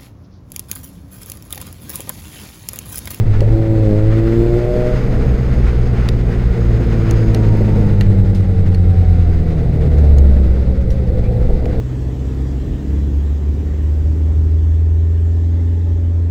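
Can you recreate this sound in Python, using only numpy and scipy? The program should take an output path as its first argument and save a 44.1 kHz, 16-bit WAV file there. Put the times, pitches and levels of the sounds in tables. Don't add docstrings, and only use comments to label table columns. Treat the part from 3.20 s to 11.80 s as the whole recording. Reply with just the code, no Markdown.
import sys
import numpy as np
from scipy import signal
from scipy.fft import rfft, irfft
from scipy.io import wavfile
from scipy.ndimage import uniform_filter1d, minimum_filter1d

SR = 44100
rng = np.random.default_rng(int(sys.argv[2]) if len(sys.argv) > 2 else 0)


def unload_audio(sound):
    columns = np.transpose(np.atleast_2d(sound))
    steps = np.round(np.clip(columns, -1, 1) * 32767)
    wavfile.write(sys.argv[1], SR, steps.astype(np.int16))


N = 379260
TIME_S = np.arange(N) / SR
FREQ_HZ = np.fft.rfftfreq(N, 1 / SR)
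THROTTLE_OPEN_S, THROTTLE_SHUT_S = 0.25, 1.706
BEAT_HZ = 10.0


def amp(db):
    return 10 ** (np.asarray(db) / 20)


def unit_rms(x):
    return x / np.sqrt(np.mean(x ** 2) + 1e-20)


def curve(table):
    return np.interp(TIME_S, *np.transpose(table))


def gain_at(spectrum, hz):
    points_hz, db = np.transpose(spectrum)
    return amp(np.interp(np.log(hz + 1), np.log(points_hz), db))


def filtered(x, response):
    return unit_rms(irfft(rfft(x) * response, N))


def coloured(x, spectrum):
    return filtered(x, gain_at(spectrum, FREQ_HZ))


def resonance(hz, width_hz):
    return 1 / (1 + 2j * (FREQ_HZ - hz) / width_hz) ** 2


def noise():
    return rng.standard_normal(N)


def wander(hz):
    return filtered(noise(), 1 / (1 + (FREQ_HZ / hz) ** 4))


def swell(centre_s, length_s):
    return np.cos(np.pi * np.clip((TIME_S - centre_s) / length_s, -0.5, 0.5)) ** 2


def throttle(rise_s=0.11, fall_s=0.13):
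    press = (TIME_S - THROTTLE_OPEN_S) / rise_s
    release = 1 - (TIME_S - THROTTLE_SHUT_S) / fall_s
    return np.clip(np.minimum(press, release), 0, 1)


def overrun(delay_s, rise_s):
    return np.clip((TIME_S - THROTTLE_SHUT_S - delay_s) / rise_s, 0, 1)


# frequency in Hz, gain in dB.
BOOM_RESPONSE = [(57, -26.5), (64, -14), (70.5, -6), (75, -8.5), (79, -23), (84.5, -11), (89, -10),
                 (93, -16.5), (98, -10), (104, -14.5), (109, -12), (114, -16), (122, -20)]
# time in seconds, gain in dB.
DRONE_LEVEL = [(0, 2), (0.2, -13), (0.45, -19), (1.2, -29), (1.7, -13), (2.4, -7), (3, -20), (3.7, -11),
               (4.5, -25), (5.05, -0.5), (5.45, -7), (5.8, -5.5), (6.4, -17), (6.9, -13), (8.2, -11)]


def boom(firing_hz, firings, roughness=0.089):
    note = gain_at(BOOM_RESPONSE, firing_hz) * np.cos(2 * np.pi * firings)
    note *= 1 + roughness * wander(20)
    drone_gain = amp(curve(DRONE_LEVEL)) * gain_at(BOOM_RESPONSE, firing_hz + BEAT_HZ)
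    drone = drone_gain * np.cos(2 * np.pi * (firings + BEAT_HZ * TIME_S))
    return -np.sqrt(2) * (note + drone)


# frequency in Hz, gain in dB.
PIPE_RESPONSE = [(207, 2.5), (219, -10.5), (230, -2.5), (243, -15.5), (249, -3), (310, -5.5), (330, -3),
                 (346, 3.5), (372, -9), (415, -4.5), (440, -19), (461, -8), (490, -10), (520, -6.5),
                 (555, -13.5), (578, -17), (612, -4.5), (655, -27), (710, -22), (820, -30.5), (1000, -39.5),
                 (1500, -49)]


def rasp(firing_hz, firings, gain_db=-17.5, sway_db=1.5, smear_rad=0.168):
    jittered = firings + 0.007 * wander(46)
    pulses = 0
    for k in range(2, 12):
        sway = amp(sway_db * wander(10.5))
        partial = np.cos(2 * np.pi * k * jittered - smear_rad * k ** 2)
        pulses += gain_at(PIPE_RESPONSE, k * firing_hz) * sway * partial
    strength = 1 + 0.048 * wander(50) + 0.07 * np.cos(np.pi * jittered)
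    return -np.sqrt(2) * amp(gain_db) * throttle() * pulses * strength


# multiple of the firing rate, gain in dB.
BURBLE_ORDERS = [(1.5, -4.5), (2, 0.5), (2.5, -17.5), (3, -3), (3.5, -11), (4, -11), (5, -11), (6, -11)]
# time in seconds, gain in dB.
BURBLE_LEVEL = [(0, -32), (1.3, -27.5), (1.9, -24.5), (2.8, -25.5), (3.8, -22.5), (4.6, -22.5),
                (5.6, -24.5), (6.6, -24), (7.5, -24.5), (7.9, -25.5), (8.6, -31.5)]
# frequency in Hz, gain in dB.
BODY_RESPONSE = [(88, -1.5), (104, -1), (117, 6.5), (131, -11), (152, 4), (174, 0.5), (203, 3), (228, -7.5),
                 (248, -9), (268, -16.5), (305, -6.5), (332, -0.5), (370, -12), (460, -3.5), (560, -12),
                 (750, -37)]


def burble(firing_hz, firings):
    lines = 0
    for order, db in BURBLE_ORDERS:
        depth = 0.12 * (order / 2) ** 1.5
        flutter = 1 + depth * (wander(8.5) + 1j * wander(18))
        line = (flutter * np.exp(2j * np.pi * order * firings)).real
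        lines += amp(db) * gain_at(BODY_RESPONSE, order * firing_hz) * line
    return np.sqrt(2) * amp(curve(BURBLE_LEVEL)) * lines


def drone_overtones(firing_hz, level_db=-30):
    drone_hz = firing_hz + BEAT_HZ
    cycles = np.cumsum(drone_hz) / SR + 0.048 * wander(20)
    lines = sum(amp(db) * gain_at(BODY_RESPONSE, order * drone_hz) * np.cos(2 * np.pi * order * cycles)
                for order, db in ((1.5, 0), (2, 0), (3, -2)))
    return amp(level_db) * np.maximum(overrun(delay_s=0, rise_s=0.17), 0.2) * unit_rms(lines)


# frequency in Hz, gain in dB.
LOPE_RESPONSE = [(30, -42), (43, -27), (48, -20), (54, -21), (56.6, -20), (57.8, -17), (62, -14.5)]


def lope(firing_hz, firings, bump_db=-12):
    level = overrun(delay_s=0.19, rise_s=0.15) * gain_at(LOPE_RESPONSE, firing_hz / 2)
    bump = amp(bump_db) * swell(centre_s=8.33, length_s=0.37)
    half_order = np.cos(np.pi * firings + 0.14 * wander(9.5)) * (1 + 0.38 * wander(13))
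    return np.sqrt(2) * (level + bump) * half_order


# time in seconds, level in dB.
CHURN_LEVEL = [(0, -24.5), (1.2, -26.5), (1.9, -20.5), (2.6, -24.5), (3.9, -22.5), (4.4, -19.5),
               (5.3, -27.5), (6, -28.5), (6.75, -21), (7.7, -27.5), (8.3, -22)]
# frequency in Hz, relative density in dB.
CHURN_SPECTRUM = [(70, -43), (105, 1.5), (135, 8), (165, -4.5), (230, 0.5), (290, -3), (345, -5), (400, -4),
                  (465, 0), (530, -8), (620, -12), (780, -16), (950, -27), (1400, -60)]


def churn(firings, depth=0.17, patchy_db=1.44):
    puffs = noise() * (1 + depth * np.cos(2 * np.pi * firings)) * amp(patchy_db * wander(21))
    return amp(curve(CHURN_LEVEL)) * coloured(puffs, CHURN_SPECTRUM)


# frequency in Hz, relative density in dB.
COUGH_SPECTRUM = [(150, -10), (420, 5), (580, 4.5), (700, -10.5), (950, -15.5), (2000, -56)]


def cough(start_s=0.213, level_db=-16, attack_s=0.0034, t60_s=0.19):
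    age_s = np.maximum(TIME_S - start_s, 0)
    envelope = amp(level_db - 60 * age_s / t60_s) * np.minimum(age_s / attack_s, 1)
    return envelope * coloured(noise(), COUGH_SPECTRUM)


# frequency in Hz, relative density in dB.
WIND_SPECTRUM = [(8, 1.5), (19, 17.5), (30, -3.5), (37, 16.5), (46, 14.5), (56, 11), (72, -5), (100, 7),
                 (160, -6), (400, -63.5)]


def wind(level_db=-16, gust_db=1.1):
    return amp(level_db - gust_db * wander(8.5)) * coloured(noise(), WIND_SPECTRUM)


# time in seconds, gain in dB.
ROAD_LEVEL = [(0, -4.5), (0.7, -3), (1.7, 0.5), (3.1, -2), (4, 1), (4.65, -1), (5.1, -6.5), (6.8, -5),
              (7.9, -8.5), (8.6, -8)]
# centre in seconds, length in seconds, boost in dB.
ROAD_SURGES = [(0.152, 0.058, 7), (0.995, 0.62, 3), (1.739, 0.4, 2.5), (2.483, 0.15, 5), (2.8, 0.27, 4.5),
               (3.118, 0.26, 4), (3.908, 0.26, 4), (6.699, 0.2, 1.5), (8.54, 0.11, 4.5)]
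# frequency in Hz, relative density in dB.
ROAR_SPECTRUM = [(400, -10), (800, 2), (1020, 1), (1400, 4.5), (1650, 1), (1950, 2.5), (2600, -4),
                 (3100, -9), (4000, -27.5), (6000, -38)]
# frequency in Hz, relative density in dB.
HISS_SPECTRUM = [(2500, -14.5), (3500, 6), (4300, 3.5), (5050, 3), (5700, -4), (6600, -2), (7200, -9.5),
                 (8200, -8.5), (9000, -18.5), (12000, -38), (14000, -27.5), (16000, -29.5)]


def tyres(roar_db=-38, hiss_db=-50.5, hiss_follows=0.61, grain_db=0.5):
    road_db = curve(ROAD_LEVEL) + sum(db * swell(s, length_s) for s, length_s, db in ROAD_SURGES)
    gusts_db = np.linspace(1.43, 1.57, N) * wander(22)
    roar = amp(roar_db + road_db + gusts_db) * coloured(noise(), ROAR_SPECTRUM)
    grains = noise() * amp(grain_db * wander(500))
    hiss = amp(hiss_db + hiss_follows * road_db + gusts_db) * coloured(grains, HISS_SPECTRUM)
    return roar + hiss


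# start in seconds, level in dB, ring in Hz, crack T60 in seconds.
GRIT_HITS = [(0.2064, -20, 3100, 0.007), (2.8885, -12, 3726, 0.011), (3.9104, -16, 6540, 0.0082),
             (4.147, -15, 5540, 0.0093), (4.371, -37, 11000, 0.018), (4.8104, -11.5, 4066, 0.011),
             (5.1482, -31, 5065, 0.19), (5.546, -28, 4353, 0.037), (6.784, -36, 6704, .02),
             (6.9839, -26, 6600, 0.014), (7.704, -31.5, 5601, 0.17), (8.4562, -28, 2400, 0.019)]
# frequency in Hz, gain in dB, T60 in seconds.
PANEL_MODES = [(1330, -15, 0.028), (1940, -12.5, 0.034), (2300, -21.5, 0.021), (2800, -15, 0.023),
               (4390, -15, 0.019)]


def grit(attack_s=0.00026, low_cut_hz=1300, rattle_db=-22, rattle_t60_s=0.051):
    size = 8192
    out = np.zeros(N + size)
    age_s = np.arange(size) / SR
    bins_hz = np.fft.rfftfreq(size, 1 / SR) + 1
    knock = sum(amp(db - 60 * age_s / t60_s) * np.sin(2 * np.pi * hz * age_s)
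                for hz, db, t60_s in PANEL_MODES)
    for start_s, db, ring_hz, t60_s in GRIT_HITS:
        high_cut_hz = 1.12 * ring_hz
        colour = 1 / (1 + (low_cut_hz / bins_hz) ** 4) / (1 + (bins_hz / high_cut_hz) ** 2.5)
        crack = irfft(colour * np.exp(2j * np.pi * rng.random(len(bins_hz))))
        decay = amp(-60 * age_s / t60_s) + amp(rattle_db - 60 * age_s / rattle_t60_s)
        crack *= np.minimum(age_s / attack_s, 1) * decay
        ring = np.sin(2 * np.pi * ring_hz * age_s) * amp(-60 * age_s / min(0.95 * t60_s, 0.03))
        hit = 0.75 * crack / abs(crack).max() + 0.51 * ring + knock
        out[round(start_s * SR):][:size] += amp(db) * hit
    return out[:N]


# time in seconds, level in dB.
WHINE_LEVEL = [(0, -52.5), (3.7, -58), (4.3, -39.5), (5.2, -48), (5.9, -40.5), (6.5, -44.5), (7.3, -39),
               (8.2, -29), (8.6, -54)]


def gear_whine(firings, teeth_per_firing=8.68):
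    backlash = 0.22 * wander(14)
    mesh = np.cos(2 * np.pi * (teeth_per_firing * firings + backlash)) * (1 + 0.3 * wander(40))
    return amp(curve(WHINE_LEVEL)) * unit_rms(mesh)


def squeak(centre_s=8.06, length_s=0.1, centre_hz=2350, glide_hz=350, level_db=-43):
    pitch_hz = centre_hz + glide_hz * np.tanh(2 * (TIME_S - centre_s) / length_s)
    tone = np.sin(2 * np.pi * np.cumsum(pitch_hz) / SR + wander(120))
    return amp(level_db) * swell(centre_s, length_s) * tone


# centre in Hz, width in Hz, relative gain in dB.
SIZZLE_PEAKS = [(4960, 420, -3.5), (6530, 500, -6.5)]


def sizzle(level_db=-56, road_follows=3.8, grain_db=3, flutter_db=2):
    response = sum(amp(db) * resonance(hz, width_hz) for hz, width_hz, db in SIZZLE_PEAKS)
    grains = noise() * amp(grain_db * wander(300) + flutter_db * wander(14))
    return amp(level_db + road_follows * curve(ROAD_LEVEL)) * filtered(grains, response)


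def whistle(hz=2030, width_hz=220, level_db=-57):
    return amp(level_db) * filtered(noise(), resonance(hz, width_hz))


# time in seconds, firing rate in Hz.
FIRING_RATE = [(0.0, 104.4), (0.17, 102.1), (0.3, 110.4), (0.55, 109.8), (0.73, 104), (0.92, 109.5),
               (1.55, 122.2), (1.85, 123.3), (2.7, 118.95), (3.4, 116.4), (4.2, 108.8), (5.3, 90.6),
               (5.85, 86.27), (6.6, 76.4), (7.4, 63.35), (8.15, 57.33), (8.6, 57.2)]


def scene():
    firing_hz = curve(FIRING_RATE)
    firings = np.cumsum(firing_hz) / SR
    exhaust = boom(firing_hz, firings) + drone_overtones(firing_hz) + rasp(firing_hz, firings) + cough()
    exhaust += burble(firing_hz, firings) + lope(firing_hz, firings) + churn(firings)
    return (exhaust + gear_whine(firings) + wind() + tyres() + sizzle() + whistle() + squeak() + grit())[None]


def limiter(x, ceiling=0.98, window_samples=221):
    gain = np.minimum(1, ceiling / (abs(x) + 1e-9))
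    return x * uniform_filter1d(minimum_filter1d(gain, size=window_samples), size=window_samples)


def record(dry, slip_hz=3900, cutoff_hz=15900):
    slip_samples = 0.8 * ((slip_hz * TIME_S) % 1 - 0.5)
    slipped = dry + slip_samples * np.gradient(dry, axis=1)
    low_pass = signal.firwin(511, cutoff_hz, window=("kaiser", 9), fs=SR)
    return signal.oaconvolve(limiter(slipped), low_pass[None], "same")


dry = scene()
out = record(dry)
unload_audio(out)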